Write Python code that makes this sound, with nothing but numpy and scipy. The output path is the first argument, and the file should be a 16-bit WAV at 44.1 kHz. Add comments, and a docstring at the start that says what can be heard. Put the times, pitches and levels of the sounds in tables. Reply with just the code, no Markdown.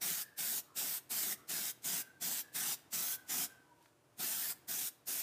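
"""Spray can in a booth

A spray can sweeps in short bursts across a small hand-held part, heard close up. The nozzle hisses,
the jet rushes and thumps on the part, and the booth walls colour and briefly prolong it.
Underneath, a fan hums and a faint hollow ring wavers as the can is swung.
In one pause a glove rubs and the holder ticks as the part is turned."""
import sys
import numpy as np
from scipy import signal
from scipy.fft import rfft, irfft, next_fast_len
from scipy.io import wavfile
from scipy.ndimage import uniform_filter1d, map_coordinates

SR = 44100
rng = np.random.default_rng(int(sys.argv[2]) if len(sys.argv) > 2 else 0)


def to_wav(sig):
    """Store sig (one row per channel, or 1-D mono) as 16-bit WAV at the path in sys.argv[1].

    Samples outside -1..1 are clipped; the rate is SR.
    """
    pcm = np.clip(np.atleast_2d(sig), -1, 1) * 32767
    pcm = np.round(pcm).astype(np.int16)
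    wavfile.write(sys.argv[1], SR, pcm.T)  # frames by channels


N = 230378
TIME = np.arange(N) / SR


def amp(db):
    """Decibels to gain."""
    return 10 ** (np.asarray(db) / 20)


def unit(x):
    """Scale to rms 1."""
    return x / np.sqrt(np.mean(x ** 2) + 1e-20)


def along(points, hz):
    """Read a curve of (frequency, value) points on a log frequency axis."""
    freqs, values = np.transpose(points)
    return np.interp(np.log(hz + 1), np.log(freqs + 1), values)


def step(t, width):
    """A smooth rise from 0 to 1 around t = 0."""
    return .5 + .5 * np.tanh(t / width)


def wobble(rate):
    """A smooth random curve with `rate` knots a second."""
    return map_coordinates(rng.standard_normal(int(N * rate / SR) + 4), [TIME * rate])


def filtered(x, response):
    """Equalise x with a gain given as a function of frequency."""
    size = next_fast_len(N + SR // 2)
    return irfft(rfft(x, size) * response(np.fft.rfftfreq(size, 1 / SR)), size)[..., :N]


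def noise(spectrum, patchy_db=0):
    """Coloured noise of rms 1, optionally with drifting patches of random gain."""
    bins = signal.stft(rng.standard_normal(N), nperseg=512)[2]
    patches = uniform_filter1d(rng.standard_normal(bins.shape), size=6, axis=0)
    patches = unit(uniform_filter1d(patches, size=16, axis=1))
    white = signal.istft(bins * amp(patchy_db * patches), nperseg=512)[1][:N]
    return unit(filtered(white, lambda hz: amp(along(spectrum, hz))))


def fan(air_db=-69.5):
    """A bed of moving air with a few slightly unsteady motor tones."""
    # colour of the airflow: (frequency [Hz], relative level [dB])
    air_spectrum = [(20, -53), (40, -30), (62, -8), (90, -2.5), (135, 3.5), (200, -8), (300, 3.5),
                    (510, -7.5), (700, -5), (1400, -9.5), (2100, -14.5), (4200, -19), (9000, -19.5),
                    (15000, -25.5)]
    # motor tones: (frequency [Hz], level [dB])
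    motor_tones = [(118.4, -90.5), (479.5, -83), (587, -85)]
    motor = np.zeros(N)
    for hz, db in motor_tones:
        peak = np.sqrt(2) * amp(db + 2.2 * wobble(3.94))
        motor += peak * np.sin(2 * np.pi * hz * TIME + 0.37 * wobble(4.93))
    return amp(air_db + 1.6 * wobble(2.48)) * noise(air_spectrum) + motor


def handling(rub_at_s=3.78, rub_length_s=0.14, rub_db=-76, tick_t60_s=0.028):
    """A glove rubs and the holder ticks as the part is turned."""
    # ticks of the holder: (time [s], level [dB], centre frequency [Hz])
    holder_ticks = [(3.826, -67, 8160), (3.858, -59, 1400)]
    rub = step(TIME - rub_at_s, .018) * step(rub_at_s + rub_length_s - TIME, .025)
    out = rub * amp(rub_db + 2 * wobble(60)) * noise([(300, -3), (1500, 6), (7000, 2), (15000, -2)])
    for at_s, db, hz in holder_ticks:
        age = TIME - at_s
        envelope = (age > 0) * amp(db - 60 * np.abs(age) / tick_t60_s)
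        out += envelope * noise([(hz / 10, -15), (hz, 0), (hz * 10, -25)])
    return out


def hollow_ring(rise_db_per_s=190, sag_hz_per_s=120, waver_hz=9, skirt_gain=0.17):
    """A fuzzy resonance swells on the back swings, likely the can's wall as the paint shifts inside."""
    # swells of the ring: (peak time [s], pitch [Hz], level [dB], decay [dB/s], fuzz width [Hz])
    ring_swells = [(.22, 1703, -59.5, 65, 230), (.71, 1170, -68, 110, 421), (1.41, 1290, -67, 130, 381),
                   (2.02, 1568, -58.5, 65, 110.2), (2.44, 1657, -64, 62, 210),
                   (3.12, 1548, -54, 105, 109.5), (3.51, 1542, -61, 80, 99.5), (3.72, 962, -67.5, 80, 65)]
    out = np.zeros(N)
    for peak_s, hz, db, decay, fuzz_hz in ring_swells:
        age = TIME - peak_s
        envelope = amp(db - np.maximum(decay * age, -rise_db_per_s * age))
        core = wobble(fuzz_hz) + 1j * wobble(fuzz_hz)
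        skirt = skirt_gain * (wobble(4 * fuzz_hz) + 1j * wobble(4 * fuzz_hz))
        pitch = hz - sag_hz_per_s * age + waver_hz * wobble(35)
        phase = 2 * np.pi * np.cumsum(pitch) / SR
        out += envelope * unit(np.real((core + skirt) * np.exp(1j * phase)))
    return out


def booth_tail(x, tails_per_s=4):
    """A short diffuse reverb, treble dying first; regularly renewed tails avoid ringing at one pitch."""
    # decay of the booth: (frequency [Hz], time to fall 60 dB [s])
    decay_times = [(200, 0.87), (1500, 0.72), (6000, 0.33), (15000, 0.29)]
    out = np.zeros(N)
    segment = np.floor(TIME * tails_per_s)
    for k in np.unique(segment):
        hz, age, bins = signal.stft(rng.standard_normal(SR // 2), SR, nperseg=256)
        decay = amp(-60 * age / along(decay_times, hz)[:, None])
        tail = signal.istft(bins * decay, SR, nperseg=256)[1]
        out += signal.fftconvolve(x * (segment == k), tail / np.linalg.norm(tail))[:N]
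    return out


def near_walls(x, swing=0.0992):
    """The direct sound plus early echoes, whose paths shift with the swinging can and comb the hiss."""
    # echoes off nearby surfaces: (delay [s], gain [linear])
    wall_echoes = [(.00133, 0.086), (.0021, 0.1), (.0042, 0.17), (.0075, 0.19)]
    echoes = np.zeros(N)
    for delay_s, gain in wall_echoes:
        moving_delay = delay_s * (1 + swing * wobble(4))
        echoes += gain * map_coordinates(x, [(TIME - moving_delay) * SR], order=3)
    return x + echoes


def edge_tones(half_width_s=0.021, fuzz_hz=380):
    """Narrow bands of turbulence sing briefly as the jet crosses the part's edges."""
    # edge crossings: (time [s], pitch [Hz], level [dB])
    crossings = [(1.9, 4910, -49), (3.43, 5100, -47.5), (4.23, 1400, -54), (4.25, 5010, -54),
                 (4.45, 1763, -54), (4.495, 4930, -52)]
    out = np.zeros(N)
    for at_s, hz, db in crossings:
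        eddies = wobble(fuzz_hz) + 1j * wobble(fuzz_hz)
        whistle = unit(np.real(eddies * np.exp(2j * np.pi * hz * TIME)))
        out += amp(db) * np.exp(-((TIME - at_s) / half_width_s) ** 2) * whistle
    return out


def spray(open_s=0.0069, close_s=0.011, leak=0.15, hiss_rise_db=0.5, off_part=0.24, drops_per_s=120):
    """Each press leaks, then opens the valve; the jet thumps on the part and softens as it sweeps on."""
    # valve presses: (opens [s], closes [s], leak lead [s], relative hiss [dB], relative rush [dB],
    # rush fade over the sweep [dB], relative thump [dB], time on the part [s])
    presses = [(0.017, 0.232, 0.0018, -38, -41.5, 5, -58.5, 0.11),
               (0.382, 0.602, 0.016, -38, -41.5, 0.5, -63, 0.31),
               (0.766, 0.987, 0.019, -39, -42.5, 2, -60.5, 0.12),
               (1.107, 1.34, 0.011, -38, -41.5, 0, -60, 0.42),
               (1.493, 1.714, 0.018, -38.5, -42.5, 4, -60, 0.14),
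               (1.847, 2.02, 0.027, -38.5, -41.5, 4, -59.5, 0.3),
               (2.218, 2.417, 0.014, -39, -42, 5, -57, .10),
               (2.550, 2.746, 0.025, -38, -40.5, 0, -60.5, 0.19),
               (2.929, 3.157, 0.022, -38, -41.5, 5.5, -61.5, 0.14),
               (3.296, 3.459, 0.03, -38, -40, 0.5, -58.5, 0.23),
               (4.196, 4.527, 0.026, -38, -42.5, 2.5, -54, 0.053),
               (4.685, 4.889, 0.0065, -39, -43, 1, -63, .16), (5.077, 5.3, 0.018, -38, -44, 6, -60, 0.097)]
    # bright hiss of the nozzle: (frequency [Hz], relative level [dB])
    hiss_spectrum = [(5000, -39), (8500, -5), (10100, -5.5), (11500, -2), (12400, -2.3), (13100, 2.5),
                     (14000, 0), (15200, 0)]
    # broad rush of the jet: (frequency [Hz], relative level [dB])
    rush_spectrum = [(250, -34), (400, -13.5), (510, -17), (690, -7.5), (1100, -11.5), (1500, -5.5),
                     (1950, -5), (2700, -7), (3800, -3), (4300, -5.5), (5000, -1.3), (7000, 0),
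                     (8800, -1.1), (9800, -5), (13000, -13.5)]
    # low thump of the jet on the part: (frequency [Hz], relative level [dB])
    thump_spectrum = [(50, -40), (110, -23), (155, 1.5), (215, 1), (290, -2.5), (390, -3), (500, -22),
                      (700, -4.5), (880, -16.5), (1500, -14.5), (3000, -39)]
    hiss_gain, rush_gain, thump_gain = np.zeros((3, N))
    for opens, closes, lead, hiss_db, rush_db, fade_db, thump_db, on_part in presses:
        seep = np.clip((TIME - opens + lead + 0.0062) / (lead + 0.005), 0, 1)
        opening = leak * seep + (1 - leak) * step(TIME - opens, open_s)
        valve = opening * step(closes - TIME, close_s)
        sweep = np.clip((TIME - opens) / (closes - opens), 0, 1) - .5
        aim = off_part + (1 - off_part) * step(opens + on_part - TIME, 0.024)
        hiss_gain += valve * amp(hiss_db + hiss_rise_db * sweep)
        rush_gain += valve * amp(rush_db - fade_db * sweep)
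        thump_gain += valve * aim * amp(thump_db)
    sputter = amp(0.5 * wobble(60) + 0.83 * wobble(400))  # paint and gas leave the nozzle unevenly
    drops = (rng.random(N) < drops_per_s / SR) * rng.standard_normal(N)
    spits = amp(7) * filtered(drops, lambda hz: amp(along(rush_spectrum, hz)))  # larger drops spit
    hiss = amp(0.5) * hiss_gain * noise(hiss_spectrum, patchy_db=2.0)
    rush = amp(-0.23) * rush_gain * (noise(rush_spectrum, patchy_db=2.0) + spits)
    thump = amp(3.0) * thump_gain * noise(thump_spectrum)
    return sputter * (hiss + rush) + thump


def scene(reverb_db=-16.5):
    """The spray and its reflections up front, over the ring, handling and fan, in centred mono."""
    jet = near_walls(spray() + edge_tones())
    mono = jet + amp(reverb_db) * booth_tail(jet) + hollow_ring() + handling() + fan()
    return np.array([mono, mono])


def record(dry, cutoff_hz=15430):
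    """A steep low-pass takes off the very top of the treble."""
    return filtered(dry, lambda hz: step(cutoff_hz - hz, 70))


dry = scene()
out = record(dry)
to_wav(out)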